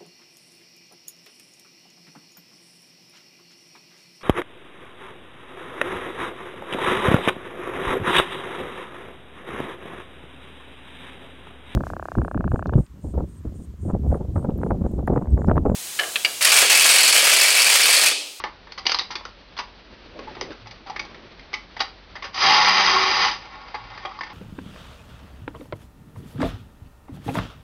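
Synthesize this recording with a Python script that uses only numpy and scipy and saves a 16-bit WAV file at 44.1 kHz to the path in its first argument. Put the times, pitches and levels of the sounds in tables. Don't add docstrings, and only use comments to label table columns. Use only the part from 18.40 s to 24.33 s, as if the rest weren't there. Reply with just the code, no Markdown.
import sys
import numpy as np
from scipy import signal
from scipy.fft import rfft, irfft, next_fast_len
from scipy.io import wavfile
from scipy.ndimage import uniform_filter1d

SR = 44100
rng = np.random.default_rng(int(sys.argv[2]) if len(sys.argv) > 2 else 0)


def materialize(psi):
    bounded = np.clip(np.atleast_2d(psi).T, -1, 1)
    quanta = np.round(bounded * 32767).astype(np.int16)
    wavfile.write(sys.argv[1], SR, quanta)


N = 261513
TIME = np.arange(N) / SR


def undb(db):
    return 10 ** (np.asarray(db) / 20)


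def unit(x):
    return x / np.sqrt(np.mean(x ** 2) + 1e-18)


def unit_energy(x):
    return x / np.sqrt(np.sum(x ** 2) + 1e-18)


def fade(t, t60):
    return np.exp(-np.log(1000) * t / t60)


def swell(s, half_length):
    return np.exp(-((TIME - s) / half_length) ** 2)


def walk(rate):
    k = int(SR / rate)
    steps = np.repeat(rng.standard_normal(N // k + 1), k)
    return unit(uniform_filter1d(steps, k)[:N])


def band(x, lo_hz, hi_hz):
    return signal.sosfilt(signal.butter(3, [lo_hz, hi_hz], "bandpass", fs=SR, output="sos"), x)


def colour(x, points):
    hz, db = np.transpose(points)
    n = next_fast_len(2 * len(x))
    f = np.maximum(np.arange(n // 2 + 1) * SR / n, 1)
    response_db = np.interp(np.log(f), np.log(hz), db)
    cepstrum = irfft(np.log(undb(response_db)), n)
    cepstrum[1:n // 2] *= 2
    cepstrum[n // 2 + 1:] = 0
    return irfft(rfft(x, n) * np.exp(rfft(cepstrum)), n)[:len(x)]


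def add(out, s, x):
    i = max(int(s * SR), 0)
    out[i:i + len(x)] += x[:N - i]


# (f/Hz, level/dB per Hz, relative)
AIR = [(15, -39.5), (25, -6.5), (92, -7), (140, -14.5), (181, -9.5), (223, -12.5), (294, -13), (448, -13.5),
       (635, -13), (696, -15.5), (2500, -19), (3230, -20), (4480, -20), (6500, -37), (8450, -78),
       (14300, -120)]
AIR_DB, HUM_DB, HUM_HZ = -48.5, -53, 47


def background():
    hiss = unit(colour(rng.standard_normal(N), AIR)) * undb(AIR_DB + 1.1 * walk(43))
    hum = np.sin(2 * np.pi * HUM_HZ * TIME + 0.54 * walk(5.1))
    return hiss + hum * undb(HUM_DB + 1.6 * walk(39))


# (f/Hz, level/dB)
SHELL_MODES = [(772, -2), (850, 0), (977, -5), (1083, -3), (1112, -3), (1245, -8), (1408, -5), (1828, -2),
               (2051, -4), (2090, -6), (2298, -6), (2470, -8), (2765, -7), (3229, -4), (3752, -9),
               (3792, -7), (4817, -1), (4880, -5), (5010, -4)]
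# (f/Hz, level/dB)
PANELS = [(100, -34), (350, -12), (670, -13.5), (790, -5.5), (1100, -0.5), (1400, -3), (1600, -7.5),
          (2050, -2), (2600, -6), (3250, -7), (4350, -8), (4880, -2), (5400, -13.5), (6300, -12)]


def shell(ring_db, ring_t60, panel_t60, crack_db):
    t = TIME[:SR // 4]
    hz, db = np.transpose(SHELL_MODES)[:, :, None]
    sign = rng.choice([-1, 1], hz.shape)
    t60 = ring_t60 * np.sqrt(hz.min() / hz)
    modes = sign * undb(db) * np.sin(2 * np.pi * hz * t) * fade(t, t60)
    ring = np.sum(modes, axis=0)
    wash = unit_energy(rng.standard_normal(len(t)) * fade(t, panel_t60))
    wash[0] += undb(crack_db)
    panels = unit_energy(colour(wash, PANELS))
    return unit_energy(panels + undb(ring_db) * unit_energy(ring))


CLICK_DB = -0.47
CLICK_SHELL = dict(ring_db=-11.5, ring_t60=.18, panel_t60=0.026, crack_db=10.5)
SEAM_DB, SEAM_T60_S = -20.5, .15
THUD_DB, THUD_HZ, THUD_WIDTH_OCT = 4.5, 328, 1
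PART_WIDTH_OCT, PART_RING_DB, PART_T60_S = 0.28, -12, 0.036


def click(level_db, bright_db, part_hz, part_db, chatter_ms):
    t = TIME[:SR // 8]
    age = t / (chatter_ms / 1000)
    bounces = rng.choice([-1, 1], len(t)) * (rng.random(len(t)) < .3)
    chatter = age ** 0.62 * np.exp(-1.3 * age)
    seams = undb(SEAM_DB) * fade(t, SEAM_T60_S) * (1 - np.exp(-age))
    contact = bounces * (chatter + seams)
    tin = signal.fftconvolve(contact, shell(**CLICK_SHELL))[:SR // 4]

    hz = np.geomspace(100, 8000, 60)
    tilt = bright_db * np.log2(np.maximum(hz / 1000, 1))
    part = part_db * np.exp(-(np.log2(hz / part_hz) / PART_WIDTH_OCT) ** 2)
    thud = THUD_DB * np.exp(-(np.log2(hz / THUD_HZ) / THUD_WIDTH_OCT) ** 2)
    hit = unit_energy(band(colour(tin, np.c_[hz, tilt + part + thud]), 200, 7300))

    after = TIME[:len(hit)]
    upper = np.sin(2 * np.pi * part_hz * .985 * after)
    lower = 0.32 * np.sin(2 * np.pi * (part_hz * 0.92 * after + rng.random()))
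    onset = 1 - np.exp(-after / 0.00039)
    part_ring = (upper + lower) * fade(after, PART_T60_S) * onset
    hit += undb(PART_RING_DB + part_db) * unit_energy(part_ring)

    loudest = np.sqrt(uniform_filter1d(hit ** 2, size=90).max())
    return hit / loudest * undb(level_db + CLICK_DB)


# (t/s, level/dB before CLICK_DB, brightness/dB per octave,
# struck part f/Hz, its prominence level/dB, chatter time scale/ms)
CLICKS = [(0.001, -27.5, -2.5, 923, 1.5, 2.1), (0.039, -18.5, -4.5, 1780, 1.5, 1.65),
          (0.271, -38.5, -4.5, 1830, 8.5, 4), (0.32, -31, 1.5, 4490, 5, 3.6),
          (0.377, -28.5, 1.5, 1262, 0, 9.8), (0.454, -24.5, -1, 1730, -11, 5),
          (0.466, -9.5, 4.5, 2970, 3, 2.9), (0.495, -16, 1.5, 5200, 2, 1.1), (0.512, -27, 10, 4500, -2, 2),
          (0.518, -13, 4, 4720, 4.5, 1.7), (0.545, -13.5, 2, 4190, 5, 1.9), (0.587, -17.5, 4, 4780, 3, 2.6),
          (0.593, -15, 3, 3990, 8.5, 3.6), (0.61, -30, -3, 3800, 1, 2.3),
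          (0.705, -28.5, 1.5, 1000, 5.5, 13.7), (0.754, -22.5, 1.5, 5020, -0.5, 4.6),
          (0.808, -36.5, -10, 980, 4, 4), (0.852, -27.5, -1, 1320, 3, 3.3),
          (1.167, -35.5, -2.5, 3340, 5, 6), (1.176, -29.5, 1, 4260, 4, 3),
          (1.188, -23.5, -2, 1800, -1.5, 8.9), (1.79, -32, -3, 825, 0, 4), (1.877, -32.5, -8, 894, 7, 3.6),
          (1.968, -34, -12, 1010, -5, 2.2), (2.011, -20.5, 2, 4990, 0.5, 2.3),
          (2.119, -38, 0, 1560, 9, 7.7), (2.27, -37, 3, 870, 9.5, 5.1), (2.31, -37.5, 0.5, 4450, 5, 5.1),
          (2.462, -36.5, -3, 804, 3, 27), (2.498, -27, 0.5, 838, 10.5, 4.6),
          (2.561, -25.5, -2.5, 1900, 8.5, 4.9), (2.594, -21.5, 1.5, 2286, 4.5, 4.2),
          (2.65, -37, 1, 796, 5, 4), (2.745, -39, -1, 2190, 7, 3.4), (2.995, -39.5, 0.5, 2140, 8, 1.7),
          (3.131, -29, -2, 2320, 6, 2.7), (3.139, -18.5, 2, 2243, 7, 4.9),
          (3.366, -30, -1.5, 1880, 3.5, 4.9), (3.393, -31, 1.5, 3430, 4, 9.9),
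          (3.403, -15, 1, 1105, -1, 7.2), (3.417, -26.5, -3, 2700, 0, 4.2),
          (3.754, -31.5, -3.5, 1790, 2, 8.8), (3.823, -28, -1, 2130, 5, 7), (3.841, -29, -1, 1810, 2, 14.3),
          (3.943, -29.5, 4, 1160, 2, 6), (5.343, -24.5, -6, 888, 2, 9.3), (5.575, -33.5, -3, 1910, 3, 5),
          (5.65, -24.5, -7.5, 800, 1, 7.1), (5.658, -32.5, -6, 3330, 9, 3.4),
          (5.713, -35, -3.5, 1160, 7, 7), (5.789, -29, 4.5, 1120, 20, 3), (5.809, -24, -3, 1850, 9.5, 3.8),
          (5.833, -28, -1, 2193, 6, 5.1)]


def clicks():
    out = np.zeros(N)
    for s, *blow in CLICKS:
        add(out, s, click(*blow))
    return out


def room(x, wet_db, t60, gap_s):
    t = TIME[:SR // 2]
    build_up = 1 - np.exp(-(t / gap_s) ** 2)
    tail = band(rng.standard_normal(len(t)), 190, 6400) * fade(t, t60) * build_up
    return x + undb(wet_db) * signal.fftconvolve(x, unit_energy(tail))[:N]


# (firmest grip t/s, rise t/s, fall t/s, level/dB)
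STROKES = [(2.0, 0.29, 0.12, -41.5), (2.63, 0.17, 0.46, -46)]
# (t/s, half length t/s, f/Hz, width f/Hz, level/dB)
GROANS = [(1.793, 0.044, 476, 350, -40.5), (1.882, 0.0057, 868, 190, -34.5),
          (2.024, 0.011, 450, 350, -31.5), (2.099, 0.028, 418, 270, -37), (2.25, 0.078, 113, 16, -49.5),
          (2.507, 0.011, 800, 200, -34), (5.51, 0.12, 111.6, 11.5, -52)]


def hand():
    grip = np.zeros(N)
    for s, rise, fall, db in STROKES:
        grip += undb(db) * np.exp(-np.maximum((s - TIME) / rise, (TIME - s) / fall))
    skin = [(60, -7.5), (180, -3.5), (400, -1), (700, -11.0), (1400, -13.5), (2700, -14.5), (6000, -29.0)]
    rub = unit(colour(rng.standard_normal(N), skin))
    out = rub * grip * undb(1.9 * walk(40))
    for s, half_length, hz, width, db in GROANS:
        grab = swell(s, half_length)
        groan = band(rng.standard_normal(N), hz - width / 2, hz + width / 2) * grab
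        out += undb(db) * unit_energy(groan) * np.sqrt(np.sum(grab ** 2))
    return out


# (from t/s, to t/s)
LOOSE_SPANS = [(1.9, 2.4), (5.05, 5.9)]
LOOSE_PER_S = 6
LOOSE_DB, LOOSE_SPREAD_DB = -40, 1.5
LOOSE_BRIGHT_DB_PER_OCT, LOOSE_HZ, LOOSE_CHATTER_MS = -4, 1660, 5


def loose_parts():
    out = np.zeros(N)
    for start, end in LOOSE_SPANS:
        for slot in np.arange(start, end, 1 / LOOSE_PER_S):
            s = min(slot + rng.random() / LOOSE_PER_S, end)
            level_db = LOOSE_DB + LOOSE_SPREAD_DB * rng.standard_normal()
            part_hz = LOOSE_HZ * 2 ** (rng.random() - .5)
            add(out, s, click(level_db, LOOSE_BRIGHT_DB_PER_OCT, part_hz, 0, LOOSE_CHATTER_MS))
    return out


# (t/s, teeth per second f/Hz)
SPEED = [(3.93, 140), (4.08, 173.6), (4.25, 189.8), (4.5, 191.1), (4.7, 189.5), (4.9, 186), (5.93, 130.9)]


def tooth_phase():
    s, teeth_per_s = np.transpose(SPEED)
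    return np.cumsum(np.interp(TIME, s, teeth_per_s)) / SR


def gear_train(ring_db, ring_t60, crack_db, wobble_db):
    out = np.zeros(N)
    for ratio in (1, 1.13, .41) * 2:
        phase = ratio * tooth_phase() + .15 * walk(120) + rng.random()
        teeth = np.diff(np.floor(phase), prepend=0) * undb(2 * rng.standard_normal(N))
        knocks = rng.choice([-1, 1], N) * (rng.random(N) < 2400 / SR)
        rattle = knocks * np.exp(0.26 * np.cos(2 * np.pi * phase))
        blows = (unit(rattle) + undb(-6) * unit(teeth)) * undb(wobble_db * walk(90))
        tin = shell(ring_db, ring_t60, panel_t60=0.021, crack_db=crack_db)
        out += signal.fftconvolve(blows, tin)[:N]
    return unit(out)


# (t/s, half length t/s, level/dB)
BOOMS = [(4.054, 0.013, -19), (4.096, 0.021, -21.5), (4.25, 0.01, -23), (4.567, 0.024, -21)]
# (t/s, half length t/s, multiple of tooth rate, middle level/dB)
DRONES = [(4.09, 0.064, 1, -42), (4.4, 0.18, 1, -37.5), (4.57, 0.071, 2, -31.5), (4.683, 0.11, 2, -36.5),
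          (4.404, .05, 3, -38), (4.84, .06, 1, -43.5)]
BAND_EDGES_HZ = [1550, 2900]
RUN_START_S, RUN_END_S, STOP_DB_PER_S = 3.9263, 4.883, 220
SPIN_UP_S, SPIN_UP_POWER = 0.16, 1.25
RUN_DB, UNWIND_DB, UNWIND_S = -26, 6.5, .4
CLANK_DB, TICK_DB, TIGHT_TICK_DB = -2.5, 3, 2.5


def motor():
    age = np.maximum(TIME - RUN_START_S, 0)
    spin = np.minimum(age / SPIN_UP_S, 1) ** SPIN_UP_POWER
    tight = np.exp(-np.maximum(age - SPIN_UP_S, 0) / UNWIND_S)
    stop_db = STOP_DB_PER_S * np.maximum(TIME - RUN_END_S, 0)
    drive = spin * undb(RUN_DB + UNWIND_DB * tight - stop_db)

    tin = gear_train(ring_db=-4, ring_t60=0.14, crack_db=16.0, wobble_db=2.5)
    body, body_and_clank = (
        signal.sosfiltfilt(signal.butter(4, hz, fs=SR, output="sos"), tin) for hz in BAND_EDGES_HZ)
    clank = undb(CLANK_DB) * unit(body_and_clank - body)
    tick = undb(TICK_DB + TIGHT_TICK_DB * tight) * unit(tin - body_and_clank)
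    shudder = undb(-29) * unit(band(rng.standard_normal(N), 35, 160))

    boom = sum(undb(db) * swell(s, half_length) for s, half_length, db in BOOMS)
    booming_body = unit(body) * np.hypot(drive, boom)

    teeth = 2 * np.pi * tooth_phase()
    drone = np.zeros(N)
    for s, half_length, multiple, db in DRONES:
        tone = np.sin(round(multiple) * teeth + 0.5 * walk(50))
        drone += undb(db) * swell(s, half_length) * tone
    return (clank + tick + shudder) * drive + booming_body + drone * undb(2 * walk(40))


COAST_START_S, COAST_DB, COAST_WAVER_DB = 4.98, -44.5, -0.6


def coasting():
    tin = gear_train(ring_db=0, ring_t60=0.25, crack_db=16, wobble_db=5.0)
    soft = signal.sosfilt(signal.butter(1, [250, 2700], "bandpass", fs=SR, output="sos"), tin)
    free = np.clip((TIME - COAST_START_S) / .02, 0, 1)
    return unit(soft) * undb(COAST_DB + COAST_WAVER_DB * walk(11)) * free


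def scene():
    car = clicks() + hand() + loose_parts() + motor() + coasting()
    return (room(car, wet_db=-14.5, t60=0.27, gap_s=0.0057) + background())[None]


TOP_HZ, CLIP_LEVEL, CUT_HZ = 6270, .73, 15800


def record(dry):
    dull = signal.sosfiltfilt(signal.butter(18, TOP_HZ, fs=SR, output="sos"), dry)
    clipped = np.clip(dull, -CLIP_LEVEL, CLIP_LEVEL)
    return signal.sosfiltfilt(signal.butter(16, CUT_HZ, fs=SR, output="sos"), clipped)


dry = scene()
out = record(dry)
materialize(out)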